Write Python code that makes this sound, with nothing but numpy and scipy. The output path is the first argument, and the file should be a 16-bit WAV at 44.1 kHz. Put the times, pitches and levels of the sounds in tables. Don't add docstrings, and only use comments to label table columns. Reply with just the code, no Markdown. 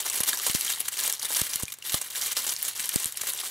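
import sys
import numpy as np
from scipy import signal
from scipy.fft import rfft, irfft
from scipy.io import wavfile

SR = 44100
rng = np.random.default_rng(int(sys.argv[2]) if len(sys.argv) > 2 else 0)


def gain_from_db(level_db):
    decades = np.asarray(level_db, float) / 20
    return 10 ** decades


def to_wav(s):
    ch = np.atleast_2d(s).T
    pcm = np.round(np.clip(ch, -1, 1) * 32767)
    wavfile.write(sys.argv[1], SR, pcm.astype(np.int16))


N = 154350

# (frequency [Hz], level per Hz [dB])
ROOM_HUM = [(30, -26), (70, -25), (105, 0), (300, -17), (2500, -11.5)]
# (time [s], push on both [thousandths], push left against right [thousandths])
CAPSULE_JOLTS = [
    (0.2054, -6.5, 83),
    (0.4978, -8, -64),
    (0.549, -17.5, 144),
    (1.417, -36, 29),
    (1.5585, 4, 27),
    (1.6342, -35, 30),
    (1.9434, -29, -83),
    (2.9593, -17.5, 189),
    (3.0589, -9, -6),
    (3.2164, 3.5, -5),
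]
# (time [s], level [dB])
HAND_PRESSURE = [(0, -38), (.47, -32.5), (.6, -36), (.75, -35), (.86, -42.5), (1.05, -30.5), (1.18, -41.5),
                 (1.37, -31), (1.6, -42), (1.79, -55), (1.92, -36), (2.07, -40), (2.25, -34), (2.73, -40.5),
                 (2.95, -35.5), (3.14, -45.5), (3.28, -33.5), (3.5, -37)]
# (time [s], level change [dB])
HAND_SURGES = [(.145, 4.5), (0.233, -1.5), (.365, -4), (.75, -3), (0.797, 2.5), (.839, -4), (0.854, 5),
               (.906, -6.5), (1.142, 5.5), (1.222, 8), (1.277, -6.5), (1.433, -0.5), (1.483, -4),
               (1.523, -1.5), (1.602, 7), (1.641, 1), (1.748, -1), (1.857, 8), (1.997, -5.5), (2.065, 3),
               (2.09, -4.5), (2.16, 5), (2.346, -14), (2.524, 5), (2.627, 8), (2.724, -2), (2.744, -6),
               (2.887, 1), (2.906, -9), (3.031, 6.5), (3.266, -0.5), (3.381, -3), (3.427, -4.5), (3.5, -4)]
# (time [s], level [dB], panel pitch [Hz])
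HARD_CRACKS = [(0.0989, -14, 6450), (0.2045, -17, 11200), (0.211, -14, 10200), (0.2824, -25, 7300),
               (0.4961, -19, 12800), (0.5952, -24, 8800), (0.6104, -21, 9900), (0.6482, -17, 10300),
               (0.796, -22, 10600), (0.8858, -15, 10600), (1.0805, -24, 9000), (1.1257, -17, 10900),
               (1.1965, -21, 6150), (1.2291, -17, 10500), (1.3403, -14, 13100), (1.3476, -21, 3760),
               (1.415, -14, 10500), (1.5583, -13, 10100), (1.5978, -23, 12100), (1.6333, -15, 11600),
               (1.6545, -24.5, 6150), (1.7215, -38, 11000), (1.7397, -28, 10900), (1.885, -23, 12300),
               (1.896, -19.5, 3920), (1.9422, -15.5, 4270), (2.2615, -24, 9500), (2.498, -19, 7100),
               (2.564, -20, 5150), (2.777, -23, 7500), (2.857, -18, 8700), (2.8918, -12, 10800),
               (2.941, -22, 3720), (2.959, -12, 8300), (3.0444, -14, 10300), (3.0576, -13, 8600),
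               (3.0744, -31, 8300), (3.1238, -22, 8200), (3.1723, -18, 11000), (3.2162, -20, 10800),
               (3.2363, -28, 11100), (3.271, -16, 11200)]
# (time [s], level [dB], panel pitch [Hz])
PANEL_POPS = [
    (.3305, -21, 1700),
    (.332, -22, 3700),
    (.619, -25, 4100),
    (.679, -24, 3220),
    (.737, -22, 3740),
    (1.255, -23, 3720),
    (1.681, -27, 2460),
    (1.824, -31.5, 2850),
    (1.9422, -22, 1200),
]
# (time [s], peak level [dB], low flap against peak [dB], avalanche
# length [ms])
BUCKLING_CREASES = [(0.0014, -11.5, -21.5, 9.4), (0.0483, -21, -11, 9.8), (0.0594, -10.5, -16.5, 8),
                    (0.0989, -10, -21.5, 4.8), (0.1351, -15.5, -18, 13.5), (0.1544, -13, -22.5, 23),
                    (0.176, -11.5, -21, 11), (0.2027, -7, -18, 5.3), (0.2335, -6, -22, 4.9),
                    (0.2834, -14, -18, 14), (0.3303, -14, -14, 12), (0.4067, -26, -6.5, 6.4),
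                    (0.4357, -19.5, -35, 63), (0.4634, -8.5, -16.5, 15.3), (0.494, -11, -50, 9.3),
                    (0.5448, -9.5, -32, 14.5), (0.609, -11, -37, 4.3), (0.63, -21, -26, 8),
                    (0.6472, -15.5, -31, 8.4), (0.6629, -12.5, -26, 8), (0.679, -18, -28, 9.9),
                    (0.696, -10.5, -23.5, 13), (0.7165, -11.5, -29, 8.5), (0.7354, -18, -39, 5),
                    (0.8017, -9, -26, 7.4), (0.8818, -7, -36, 5.3), (0.921, -17, -25, 16),
                    (0.9698, -13.5, -23, 5.6), (0.9885, -13.5, -31, 12), (1.0094, -14, -20, 7.6),
                    (1.0518, -13, -14, 5), (1.0753, -9, -17.5, 6), (1.096, -7.5, -25, 6.3),
                  (1.1246, -16, -34, 5.7), (1.194, -17, -21, 7), (1.2279, -10.5, -18.5, 4.5),
                  (1.2477, -9, -27, 8.8), (1.3013, -14.5, -12, 9.7), (1.3234, -12, -25, 8.1),
                  (1.3475, -7, -28, 2.5), (1.3628, -10.5, -28, 15), (1.3938, -11.5, -21, 9.9),
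                  (1.4158, 1.5, -27, 1.1), (1.4312, -29, -26, 5.1), (1.495, -16, -34, 2.9),
                  (1.5311, -13, -32, 17.3), (1.5583, -9.5, -34, 2.5), (1.624, -10, -22.5, 6.1),
                  (1.681, -22.5, -32, 6.7), (1.7, -21.5, -26, 6.3), (1.721, -12, -41, 4.5),
                  (1.7383, -18.5, -27, 4.6), (1.7858, -23.5, -17.5, 3.2), (1.8245, -20, -43, 2.9),
                  (1.8392, -30, -19, 9), (1.8629, -15.5, -30, 18), (1.895, -12.5, -49, 7.6),
                  (1.9207, -13, -27, 22), (1.9426, -2.5, -16, 4.6), (2.014, -13, -20, 6.6),
                    (2.101, -22, -48, 9.5), (2.173, -16.5, -21.5, 15), (2.213, -16, -33, 41),
                (2.2602, -9.5, -39, 7.2), (2.3141, -14, -20.5, 7.1), (2.366, -11, -21.5, 26),
                (2.4412, -19, -21.5, 25), (2.4653, -11, -21.5, 19.6), (2.4903, -9.5, -26, 7.6),
                (2.515, -17, -43, 7), (2.5628, -35, -41, 3.8), (2.643, -17, -22.5, 41),
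                (2.68, -10, -29, 10.7), (2.7514, -19.5, -41, 4.2), (2.7743, -17, -45, 5.3),
                (2.7947, -15, -28.5, 20), (2.8409, -20, -48, 14), (2.8908, -16.5, -44, 11),
                (2.937, -14, -19, 10), (2.9597, -11.5, -27, 4), (2.997, -15.5, -27, 22),
                (3.042, -21, -34, 5), (3.057, -16.5, -26.5, 25), (3.122, -20, -30, 4.7),
                (3.171, -14.5, -36, 7.3), (3.2106, -11, -36, 7.9), (3.2334, -21, -9.5, 6.6),
                (3.2682, -20, -31, 8), (3.3986, -12.5, -21, 7.7), (3.4342, -15.5, -9.5, 5.3)]
LARGE_CREASES = BUCKLING_CREASES
# (frequency [Hz], level per Hz [dB])
FOIL_COLOUR = [(150, -17.5), (250, -10.5), (607, -8.5), (2090, -0.5), (2530, 0.5), (3120, 2.5), (5070, 0.5),
               (10900, 2), (16000, -4)]
# (frequency [Hz], width [Hz], depth [dB])
TABLE_ECHO_DIPS = [(2550, 130, -10), (5090, 213, -5)]
# (frequency [Hz], side against mid [dB])
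STEREO_WIDTH = [(100, 3), (400, -4), (1000, -12), (2500, -17), (8500, -26), (11500, -7), (16000, -4)]

HUM_DB = -63.5
BOTH_HZ, ACROSS_HZ, JOLT_CYCLES, JOLT_SOFT_HZ, JOLT_DB = 76, 123, 1.46, 610, 36
CASE_CUT_HZ = 41
TICKS_PER_S, TICK_SPREAD_DB, TICK_CYCLES, TICK_PUFF_MS = 1200, 4, 12, .7
TICK_DB, TICK_RAW_DB, RUSTLE_DB = -1, -3.5, 0
CLUMPS_PER_S, CLUMP_DB, RUSTLE_FLICKER_DB = 25, 3.5, 3.5
BRIGHT_HZ, BRIGHT_FOLLOWS = 7000, .5
SURGE_MS = 6.1
HUSH_DB, HUSH_MS = -0.5, 16
HARD_DB, HARD_MS, HARD_RAW_DB = 2, .7, -11
CRACK_CYCLES, POP_CYCLES = 10, 40
SNAP_CLICKS_PER_S, SNAP_SPREAD_DB, SNAP_DB = 4500, 2.8, -12.5
RISE_MS, GRAIN_MS, FIRST_CRACK_MS, FIRST_CRACK_DB = 1.2, .29, 1.27, -5
PANEL_LOW_HZ, PANEL_HIGH_HZ, PANEL_CYCLES, PANEL_DB = 5000, 12900, 11, -8
FLAP_LOW_HZ, FLAP_HIGH_HZ, FLAP_DB = 250, 1400, 13
ROOM_T60_S, ROOM_DB, WALL_HZ = .2, -16, 5000
ACROSS_SHARE, ACROSS_TURN = .5, -1.26


def rms_one(x):
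    return x / np.sqrt(np.mean(x ** 2) + 1e-20)


def shaped(x, points, turn=0.):
    hz = np.maximum(np.fft.rfftfreq(N, 1 / SR), 10)
    point_hz, point_db = np.transpose(points)
    gain = gain_from_db(np.interp(np.log(hz), np.log(point_hz), point_db))
    return irfft(rfft(x) * gain * np.exp(1j * turn), N)


def drift(rate):
    r = np.exp(-2 * np.pi * rate / SR)
    noise = rng.standard_normal(N + SR)
    return rms_one(signal.lfilter([1], [1, -2 * r, r * r], noise)[SR:])


def clicks(shape, rate, spread_db):
    size = gain_from_db(spread_db * np.minimum(rng.exponential(1, shape), 3))
    sign = rng.choice([-1, 1], shape)
    return size * sign * (rng.random(shape) < rate / SR)


def puffs(x, ms):
    decay = signal.lfilter([1], [1, -np.exp(-1000 / (ms * SR))], x + 1e-18)
    return decay * rng.standard_normal(x.shape[-1])


def ring(x, hz, cycles):
    r, w = gain_from_db(-60 * hz / (cycles * SR)), 2 * np.pi * hz / SR
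    return signal.lfilter([1 - r * r, 0, r * r - 1], [1, -2 * r * np.cos(w), r * r], x + 1e-18)


def room_hum():
    colour = ROOM_HUM + [(16000, -61)]
    return [gain_from_db(HUM_DB + db) * rms_one(shaped(rng.standard_normal(N), colour)) for db in (0, -1.5)]


def capsule_jolts():
    s, both, across = np.transpose(CAPSULE_JOLTS)
    pushes = np.zeros((2, N))
    pushes[:, (s * SR).astype(int)] = gain_from_db(JOLT_DB) * np.array([both, across]) / 1000
    soft = signal.butter(2, JOLT_SOFT_HZ, fs=SR, output="sos")
    swings = []
    for push, hz in zip(pushes, (BOTH_HZ, ACROSS_HZ)):
        swing = ring(push, hz, JOLT_CYCLES) * 100 / hz
        swings.append(signal.sosfilt(soft, swing))
    mid, side = swings
    return mid, signal.lfilter(*signal.butter(1, CASE_CUT_HZ, "high", fs=SR), side)


def hush():
    marks = np.zeros(N)
    times = np.array([row[0] for row in LARGE_CREASES])
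    marks[(times * SR).astype(int)] = 1
    approach = signal.lfilter([1], [1, -np.exp(-1000 / (HUSH_MS * SR))], marks[::-1])[::-1]
    return HUSH_DB * np.minimum(approach, 1)


def surges():
    t = np.arange(0, N, 20) / SR
    swell_db = sum(db * np.exp(-.5 * ((t - s) * 1000 / SURGE_MS) ** 2) for s, db in HAND_SURGES)
    return np.interp(np.arange(N) / SR, t, swell_db)


def crackle():
    ticks = clicks(N, TICKS_PER_S * gain_from_db(CLUMP_DB * drift(CLUMPS_PER_S)), TICK_SPREAD_DB)
    ticks = ticks * [np.ones(N), rng.standard_normal(N)]
    panel = rng.integers(0, 24, N)
    ticking = 0
    for k, hz in enumerate(np.geomspace(400, 15000, 24)):
        own = puffs(ticks * (panel == k), TICK_PUFF_MS)
        ticking = ticking + ring(own, hz, TICK_CYCLES) * 3 + gain_from_db(TICK_RAW_DB) * own
    rustle = clicks((2, N), 9000, 2.7) * gain_from_db(RUSTLE_FLICKER_DB * drift(CLUMPS_PER_S))
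    both = gain_from_db(TICK_DB) * rms_one(ticking) + gain_from_db(RUSTLE_DB) * rms_one(rustle)
    s, db = np.transpose(HAND_PRESSURE)
    press_db = np.interp(np.arange(N) / SR, s, db) + hush() + surges()
    dull = signal.lfilter(*signal.butter(1, BRIGHT_HZ, fs=SR), both)
    brightness = gain_from_db(BRIGHT_FOLLOWS * (press_db - press_db.mean()))
    return gain_from_db(press_db) * (dull + (both - dull) * brightness)


def cracks_and_pops():
    out = np.zeros((2, N + SR))
    start = np.arange(900) == 0
    for rows, cycles in ((HARD_CRACKS, CRACK_CYCLES), (PANEL_POPS, POP_CYCLES)):
        for s, db, hz in rows:
            puff, place = puffs(start, HARD_MS), rng.standard_normal()
            puff = rms_one(ring(puff, hz, cycles)) + gain_from_db(HARD_RAW_DB) * rms_one(puff)
            puff = gain_from_db(db + HARD_DB) * puff / np.max(np.abs(puff))
            i = int(s * SR)
            out[:, i:i + 900] += puff * [[1], [place]]
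    return out[:, :N]


def crease_snaps():
    out = np.zeros((2, N + SR))
    count, length = len(LARGE_CREASES), 4000
    ms_t = np.arange(length) * 1000 / SR
    runs = clicks((count, length), SNAP_CLICKS_PER_S, SNAP_SPREAD_DB)
    places = rng.standard_normal(count)
    pitches = PANEL_LOW_HZ * (PANEL_HIGH_HZ / PANEL_LOW_HZ) ** rng.random(count)
    flap = signal.butter(2, [FLAP_LOW_HZ, FLAP_HIGH_HZ], "band", fs=SR, output="sos")
    for (s, db, low_db, ms), run, place, hz in zip(LARGE_CREASES, runs, places, pitches):
        envelope = np.exp(-ms_t / max(ms, 1)) * (1 - np.exp(-ms_t / RISE_MS))
        run = rms_one(puffs(run, GRAIN_MS)) * envelope
        run = run + gain_from_db(FIRST_CRACK_DB) * puffs(ms_t == 0, FIRST_CRACK_MS)
        panel = gain_from_db(PANEL_DB) * rms_one(ring(run, hz, PANEL_CYCLES))
        low = signal.sosfilt(flap, run)
        new_low = gain_from_db(low_db + FLAP_DB) * rms_one(low)
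        snap = run - low + np.std(run) * (panel + new_low)
        i = int(s * SR)
        out[:, i:i + length] += gain_from_db(db + SNAP_DB) * snap * [[1], [place]]
    return out[:, :N]


def foil():
    hz = np.fft.rfftfreq(N, 1 / SR)
    dips_db = sum(db / (1 + (2 * (hz - at) / width) ** 2) for at, width, db in TABLE_ECHO_DIPS)
    sheet = shaped(crease_snaps() + crackle() + cracks_and_pops(), FOIL_COLOUR)
    x = irfft(rfft(sheet) * gain_from_db(dips_db), N)
    tail_s = np.arange(SR // 2) / SR
    tail = rng.standard_normal((2, SR // 2)) * gain_from_db(-60 * tail_s / ROOM_T60_S)
    tail = signal.lfilter(*signal.butter(1, WALL_HZ, fs=SR), tail)
    tail = tail / np.sqrt(np.sum(tail[0] ** 2))
    mid, loose = x + gain_from_db(ROOM_DB) * signal.fftconvolve(x[:1], tail, axes=1)[:, :N]
    tied_side = np.sqrt(ACROSS_SHARE) * shaped(mid, STEREO_WIDTH, ACROSS_TURN)
    loose_side = np.sqrt(1 - ACROSS_SHARE) * shaped(loose, STEREO_WIDTH)
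    return mid, tied_side + loose_side


def scene():
    mid, side = np.array(room_hum()) + np.array(capsule_jolts()) + np.array(foil())
    return np.array([mid + side, mid - side])


def band_limit(x):
    return signal.sosfilt(signal.butter(12, 16980, fs=SR, output="sos"), x)


def record(dry):
    top_cut = signal.cheby2(12, 40, 16150, fs=SR, output="sos")
    mix = signal.sosfilt(top_cut, dry)
    return band_limit(mix)


dry = scene()
out = record(dry)
to_wav(out)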